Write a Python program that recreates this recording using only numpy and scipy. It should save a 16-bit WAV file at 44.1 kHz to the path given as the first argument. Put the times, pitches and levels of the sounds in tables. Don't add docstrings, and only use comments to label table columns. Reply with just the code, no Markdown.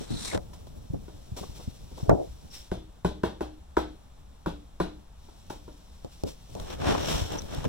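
import sys
import numpy as np
from scipy import signal
from scipy.fft import rfft, irfft
from scipy.io import wavfile

SR = 44100
rng = np.random.default_rng(int(sys.argv[2]) if len(sys.argv) > 2 else 0)


def wav_record(signal):
    frames = np.transpose(np.atleast_2d(signal))
    bounded = np.clip(frames, -1, 1)
    quanta = np.round(bounded * 32767).astype(np.int16)
    wavfile.write(sys.argv[1], SR, quanta)


N = 338688
T, HZ = np.arange(N) / SR, np.fft.rfftfreq(N, 1 / SR)

# start_s, level_db (relative), pitch_factor, second_contact_delay_s, second_contact_db,
# hardness_db_per_octave, weight_db
TAP_EVENTS = [(0.5324, -46.5, 0.93, .004, -10, 3, 2), (1.08, -37, 0.97, 0.0062, -27, -4, -6),
              (1.9139, -40.5, 0.92, 0.0042, -5.5, -5, -2), (2.7155, -22, 1.015, 0.0052, -4.5, -4, -2.5),
              (3.0472, -17, 0.99, .0055, -5.5, -0.5, 1.5), (3.2343, -18, 1.02, 0.0051, -6, 0.5, -1),
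              (3.4073, -23, 0.99, 0.0025, 2.5, -1.5, -5), (3.7684, -16, 0.99, .0023, 4, 1.5, -1),
              (4.4601, -20, .94, 0.00608, -1, 0, 2.5), (4.8009, -17, 0.98, 0.00576, -4.5, 2.5, 6.5),
              (5.2855, -45.5, 0.94, .004, -15, -1.5, 0), (5.502, -30.5, 0.95, 0.0045, -16, 0, -3),
              (5.679, -38, 0.95, .0065, -6, -4.5, -8)]
# pitch_hz, level_db (relative), t60_s
SOLE_MODES = [(61.6, -12, 0.32), (181, -6.5, 0.11), (331, 1, 0.049), (406.6, 3, 0.039), (500, -14.5, 0.013),
              (634, -6.5, 0.16), (795, -22.5, 0.13), (994, 1, 0.042), (1145, -26, 0.069), (1480, -7, 0.042),
              (1610, -22, 0.013), (311, -20, 0.8)]
# frequency_hz, density_db
SLAP_SPECTRUM = [(50, -2.5), (110, -5), (190, 5), (270, 2), (340, 0.5), (500, -0.5), (950, 0.5),
                 (1250, -10.5), (1550, -7), (1900, -21), (3000, -30.5), (8000, -83)]
# frequency_hz, density_db
GRIT_SPECTRUM = [(300, -16), (1000, -1.5), (2000, -4), (2600, -4), (3400, 1), (4200, -1.5), (5500, -9),
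                 (7500, -15.5), (11000, -17.5), (16000, -22)]
GRIT_DB = -21
# frequency_hz, t60_s
ECHO_DECAY = [(80, .5), (300, 0.41), (700, 0.26), (1600, 0.28), (4000, 0.39), (12000, 0.2)]
# frequency_hz, level_db
ECHO_LEVEL = [(70, 1.5), (200, -9), (350, -1.5), (800, -4.5), (1500, -6), (3300, 4), (12000, 2)]
# start_s, hiss_db, rise_s, t60_s, body_db
SCUFF_EVENTS = [(.532, -53.5, .002, 0.17, -57), (.668, -59, 0.0018, 0.056, -56),
                (1.361, -45, 0.0058, 0.49, -47), (1.53, -55.5, 0.034, .7, -58),
                (1.94, -54.5, 0.044, 0.44, -54), (2.21, -72, 0.033, 0.36, -64),
                (2.488, -48, 0.059, 0.58, -75), (5.2, -84, 0.1, 0.6, -71), (5.496, -47, 0.004, .22, -54),
                (6.1, -64, 0.023, 1, -70), (6.248, -45, 0.036, .15, -64), (6.36, -62, 0.17, 0.62, -63),
                (7.02, -37.5, .09, 0.62, -52)]
# frequency_hz, density_db
SWISH_SPECTRUM = [(500, -4), (2000, -8), (3000, -1.5), (3900, 1), (5500, -1), (7000, -6.5), (10000, -11),
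                  (16000, -14)]
# frequency_hz, density_db
SCUFF_BODY_SPECTRUM = [(60, -26), (200, -1), (450, 2), (1000, -3.5), (2000, -29), (5000, -57)]
# start_s, end_s, clothes_db, hand_rumble_db
WALKER_MOVES = [(0, 1.063, -66.5, -48), (1.07, 2.6, -62.5, -51), (5.193, 6.54, -64.5, -69),
                (6.548, 7.717, -61, -41)]
EASE_S = 0.13
# start_s, push_db (relative), upper_edge_hz, chatter_t60_s,
# chatter_db (relative to the first push), click_db (relative)
KNOCK_EVENTS = [(.008, -25, 525, 0.13, 12, -54), (.104, -16, 304, 0.47, 8, -40),
                (.338, -23, 520, 0.089, -6, -45), (.347, -12, 646, 0.17, 8, -34),
                (.3754, -23, 1630, 0.026, 3, -34), (0.899, -27, 171, 0.054, 5, -56),
                (.933, -19.5, 324, 0.045, 7, -54), (.943, -20, 520, .1, 2, -66),
                (.954, -22.5, 227, 0.15, 2, -70), (1.317, -24.5, 173, 0.12, -1, -64),
                (1.409, -26.5, 490, 0.24, 23, -58), (1.492, -29, 220, .06, 0, -64),
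                (1.675, -19, 227, 0.079, -2, -62), (2.027, -21, 220, 0.076, 9, -66),
                (2.081, -20, 153, .05, -4, -70), (2.094, -0.5, 760, 0.056, 0.5, -32),
                (2.0954, -11, 1380, 0.065, 10, -28.5), (2.111, -3.5, 660, 0.2, 8, -44),
                (2.128, -7.5, 300, 0.044, -6, -54), (2.286, -27.5, 70, .15, -1, -70),
                (6.0464, -23, 660, 0.095, -3, -43), (6.236, -12, 545, 0.21, -2.5, -31),
                (6.551, -21.5, 720, 0.29, 14, -39), (6.599, -31, 1090, .04, 7, -31),
                (6.792, -31, 900, .066, 9, -45), (6.95, -11.5, 1010, 0.038, 3, -44),
                (7.151, -22.5, 129, 0.053, -15, -50), (7.211, -17, 89, 0.14, 3, -60),
                (7.321, -25, 1070, 0.16, 8, -31), (7.419, -44, 700, .036, 20, -33),
                (7.547, -44, 600, .05, -2, -30), (7.572, -23, 130, 0.22, 9, -50),
                (7.643, -27.5, 1090, .041, 4, -32.5), (7.659, -13.5, 430, 0.2, 0, -52)]
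# peak_s, rise_s, fall_s, groan_db, groan_lower_edge_hz,
# groan_upper_edge_hz, hiss_db, grip (0 light to 1 firm)
RUB_STROKES = [(.022, 0.082, 0.065, -55, 60, 4000, -47.5, 0.56),
               (.118, 0.083, 0.092, -42, 40, 3000, -50, 0.4),
               (0.273, 0.15, 0.1, -49, 40, 5000, -37.5, 0.13),
               (0.349, 0.04, 0.021, -28, 150, 5500, -48, 0.3),
               (2.199, 0.17, 0.073, -26.5, 287, 740, -78, .5),
               (6.634, 0.11, 0.11, -45.5, 40, 3930, -54, 0.5),
               (6.735, 0.085, 0.032, -36, 200, 5000, -44, 0.95),
               (6.883, 0.095, .15, -21.5, 40, 5960, -37.5, 0.69),
               (7.113, 0.19, 0.23, -29.5, 30, 7000, -34, 0.91),
               (7.34, 0.059, .1, -34, 150, 4000, -45.5, .8), (7.56, 0.14, 0.17, -36.5, 40, 4000, -45.5, .8),
               (7.652, 0.011, 0.016, -28, 100, 3000, -45, 0.9)]
# frequency_hz, density_db
GROAN_SPECTRUM = [(40, -3.5), (150, -3.5), (400, -3.5), (650, -7), (850, -10), (1100, -16.5), (1550, -18),
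                  (2000, -24), (3200, -24), (6000, -31.5), (12000, -55)]
# frequency_hz, density_db
LIGHT_SPECTRUM = [(800, -2.5), (2200, -8), (3000, -12), (3900, 6.5), (4800, -1), (5700, -3.5), (6700, -4),
                  (9000, -2), (11000, -15), (16000, -26)]
# frequency_hz, density_db
FIRM_SPECTRUM = [(800, 3), (2000, -7.5), (3200, 3.5), (4600, -6.5), (5600, -1.5), (7000, -11), (9000, -21),
                 (12000, -17), (16000, -19)]
STROKE_FADE_DB, STROKE_ROUND = 21, 1.6
# start_s, length_s, first_pitch_hz, last_pitch_hz, level_db
SQUEAK_EVENTS = [(.085, .21, 4080, 3900, -46.5), (0.273, .092, 2400, 1590, -44.5),
                 (2.501, 0.13, 5430, 5360, -53), (7.379, .02, 5900, 5850, -43.5)]
# frequency_hz, density_db
RUMBLE_SPECTRUM = [(15, -12.5), (30, -1.5), (70, -2.5), (170, -9.5), (300, -19.5), (600, -21.5),
                   (1500, -48.5)]
STILL_DB = -60
# frequency_hz, density_db
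HUM_SPECTRUM = [(20, 0.5), (65, 2.5), (110, -13.5), (180, -12), (300, -21), (420, -23.5), (800, -20),
                (1300, -27), (2100, -35), (3700, -31.5), (6000, -37.5), (16000, -47)]
HUM_DB = -50.5
# frequency_hz, likeness (0 to 1)
AIR_LIKENESS = [(80, 1), (300, 0.89), (800, 0.22), (2000, 0.2), (6000, 0.71), (15000, 0.6)]
# frequency_hz, likeness (0 to 1)
CASE_LIKENESS = [(50, 0.9), (250, 0.8), (800, 0.6), (2000, 0.16), (5000, 0.028), (15000, 0.061)]
# frequency_hz, lag_rad
AIR_LAG = [(20, 0.21), (100, 0.38), (300, 0.97), (700, 1.81), (1200, 1), (2000, 0.15), (3000, 1.6),
           (16000, 1.55)]
# centre_hz, width_hz, level_db
PORT_RESONANCES = [(3530, 320, 1.5), (4720, 790, -4.5), (5660, 830, 5), (6440, 440, -2), (7540, 490, 6.5),
                   (9480, 510, 5), (13800, 640, 1.5)]
EDGE_HZ = 15950


def amp(db):
    return 10 ** (np.asarray(db) / 20)


def unit(x):
    return x / np.sqrt(np.mean(x ** 2) + 1e-20)


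def decay(t, t60):
    return np.exp(-np.log(1000) * t / t60)


def read(points, hz):
    f, value = np.transpose(points)
    return np.interp(np.log(hz + 1), np.log(f + 1), value)


def colour(x, spectrum):
    size = x.shape[-1]
    gain = amp(read(spectrum, np.fft.rfftfreq(size, 1 / SR)))
    return irfft(rfft(x) * gain, size)


def add(mix, s, sound):
    part = mix[..., max(round(s * SR), 0):][..., :sound.shape[-1]]
    part += sound[..., :part.shape[-1]]


def noise(size=N):
    return rng.standard_normal((2, size))


def grains(per_s, spread_db, size=N):
    height = amp(spread_db * np.minimum(rng.exponential(1, (2, size)), 3.5))
    slipping = rng.random((2, size)) < per_s / SR
    return unit(noise(size) * height * slipping)


def flutter(hz, depth_db):
    t = T[::64]
    lowpass = 1 + (np.fft.rfftfreq(len(t), t[1]) / hz) ** 4
    drift = irfft(rfft(rng.standard_normal(len(t))) / lowpass, len(t))
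    return np.interp(T, t, amp(depth_db * unit(drift)))


def moving(start, end):
    return np.clip(np.minimum(T - start, end - T) / EASE_S + .5, 0, 1)


def pair(x, same, lag):
    a, b = rfft(x)
    angle = np.arccos(np.clip(read(same, HZ), 0, 1)) / 2
    left = (a * np.cos(angle) + b * np.sin(angle)) * np.exp(-1j * lag)
    right = a * np.cos(angle) - b * np.sin(angle)
    return irfft([left, right], N)


def by_air(x):
    return pair(x, AIR_LIKENESS, read(AIR_LAG, HZ))


def by_case(x, delay_s, flex_hz=150):
    return pair(x, CASE_LIKENESS, 2 * np.arctan(HZ / flex_hz) + 2 * np.pi * HZ * delay_s)


def yard(x, first_s=.007):
    echoes = noise(size=SR // 2) * (T[:SR // 2] > first_s)
    hz, t, z = signal.stft(echoes, SR, nperseg=256)
    fall = np.log(1000) / read(ECHO_DECAY, hz)[:, None]
    level = amp(read(ECHO_LEVEL, hz)[:, None])
    z = z * level * np.exp(-fall * (t - first_s)) * np.sqrt(2 * fall / SR)
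    response = signal.istft(z, SR, nperseg=256)[1]
    return signal.fftconvolve(x[None], response, axes=1)


def taps(size=8192):
    ring_db, ring_rise_s, ring_echo = -3, 0.0016, 0.35
    slap_db, slap_t60, give_s = -3, 0.082, 0.0012
    crack, crack_t60, grit_t60 = 0.62, 0.0059, 0.063
    weight_hz, top_hz = 250, 1500
    t, out = T[:size], np.zeros((2, N))
    for s, db, pitch, delay, second_db, hardness_db, weight_db in TAP_EVENTS:
        def tilt_db(hz):
            return hardness_db * np.log2(min(hz, top_hz) / 400) + weight_db * (hz < weight_hz)

        ring = np.zeros(size)
        for k, (hz, mode_db, t60) in enumerate(SOLE_MODES):
            mode = np.sin(2 * np.pi * hz * pitch * t) * decay(t, t60)
            ring += (-1) ** k * amp(mode_db + tilt_db(hz)) * mode
        ring *= 1 - np.exp(-t / ring_rise_s)
        second = amp(second_db) * np.interp(t - delay, t, ring, left=0)
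        ring = amp(db + ring_db) * (ring + second)

        spectrum = [(hz * pitch, level + tilt_db(hz)) for hz, level in SLAP_SPECTRUM]
        slap = unit(colour(noise(size), spectrum))
        slap *= np.sin(np.pi / 2 * np.minimum(t / give_s, 1)) ** 2
        burst = amp(db + slap_db) * slap * (decay(t, slap_t60) + crack * decay(t, crack_t60))
        sand = unit(colour(grains(25000, 1.5, size), GRIT_SPECTRUM))
        burst += amp(db + GRIT_DB) * sand * decay(t, grit_t60)

        add(out[0], s, ring + burst[0])
        echo = yard(burst[0] + ring_echo * ring) + yard(burst[1])
        add(out, s, echo * np.sqrt(.5))
    return by_air(out)


def scuffs():
    hiss = sum(amp(db) * moving(start, end) for start, end, db, _ in WALKER_MOVES)
    body = np.zeros(N)
    for s, db, rise, t60, body_db in SCUFF_EVENTS:
        stroke = np.clip((T - s) / rise, 0, 1) ** 2 * decay(np.maximum(T - s - rise, 0), t60)
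        hiss = hiss + amp(db) * stroke
        body = body + amp(body_db) * stroke
    fine = hiss * unit(colour(grains(14000, 1.0), SWISH_SPECTRUM)) * flutter(28.0, 0.79)
    dull = body * unit(colour(noise(), SCUFF_BODY_SPECTRUM)) * flutter(43, 6.7)
    return by_air(fine + dull)


def knocks(size=8192):
    push_db, nail_db, click_t60 = 3, -4, 0.014
    bass_cut_hz, uneven, delay_s = 55, 0.98, 0.00034
    t, out = T[:size], np.zeros((2, N))
    for s, db, edge_hz, t60, chatter_db, click_db in KNOCK_EVENTS:
        force = noise(size) * decay(t, t60) * [[1], [uneven]]
        force *= amp(chatter_db) / np.linalg.norm(force[0])
        force[0, 0] += 1
        soft = signal.butter(5, edge_hz, fs=SR, output="sos")
        push = signal.sosfilt(soft, force)
        push *= SR / (2 * edge_hz) / np.hypot(1, amp(chatter_db))
        push = signal.lfilter(*signal.butter(1, bass_cut_hz, "high", fs=SR), push)
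        click = unit(colour(noise(size), SWISH_SPECTRUM)) * decay(t, click_t60)
        add(out, s, amp(db + push_db) * push + amp(click_db + nail_db) * click)
    return by_case(out, delay_s)


def rubs(delay_s=0.000278):
    out = np.zeros((2, N))
    groaning = unit(colour(grains(5000, 1.75), GROAN_SPECTRUM))
    slips = grains(14000, 2.0)
    light, firm = unit(colour(slips, LIGHT_SPECTRUM)), unit(colour(slips, FIRM_SPECTRUM))
    pressure = flutter(80, 1.6)
    for s, rise, fall, groan_db, low_hz, high_hz, hiss_db, grip in RUB_STROKES:
        away = np.maximum((s - T) / rise, (T - s) / fall)
        on = away < 2
        band = signal.butter(4, [low_hz, high_hz], "band", fs=SR, output="sos")
        groan = signal.sosfilt(band, groaning[:, on])
        hiss = (1 - grip) * light[:, on] + grip * firm[:, on]
        swell = amp(-STROKE_FADE_DB * away[on] ** STROKE_ROUND)
        out[:, on] += swell * (amp(groan_db) * groan + amp(hiss_db) * hiss)
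    return by_case(out * pressure, delay_s)


def squeaks(pole_width_hz=650, swell=0.48):
    out = np.zeros((2, N))
    for s, length, first_hz, last_hz, db in SQUEAK_EVENTS:
        t = T[T < length]
        hz = first_hz * (last_hz / first_hz) ** (t / length)
        turn = np.exp(2j * np.pi * np.cumsum(hz) / SR)
        r = np.exp(-np.pi * pole_width_hz / SR)
        slips = grains(4000, 1.9, SR)[:, :len(t)] / turn
        fuzz = signal.lfilter([1], [1, -2 * r, r * r], slips)
        add(out, s, amp(db) * unit((turn * fuzz).real) * np.sin(np.pi * t / length) ** swell)
    return out * flutter(60, 2.0)


def hand_rumble():
    shake = amp(STILL_DB) + sum(amp(db) * moving(start, end) for start, end, _, db in WALKER_MOVES)
    return by_case(unit(colour(noise(), RUMBLE_SPECTRUM)) * shake * flutter(16.0, 2.7), 0)


def town_hum():
    return by_air(unit(colour(noise(), HUM_SPECTRUM)) * amp(HUM_DB) * flutter(18, 0.33))


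def scene():
    return taps() + scuffs() + knocks() + rubs() + squeaks() + hand_rumble() + town_hum()


def record(dry):
    ports_db = sum(db / (1 + (2 * (HZ - hz) / width) ** 2) for hz, width, db in PORT_RESONANCES)
    heard = irfft(rfft(dry) * amp(ports_db), N) * amp([[.7], [-.7]])
    lowpass = signal.firwin(511, EDGE_HZ, window=("kaiser", 9), fs=SR)
    return signal.oaconvolve(heard, lowpass[None], "same")


dry = scene()
out = record(dry)
wav_record(out)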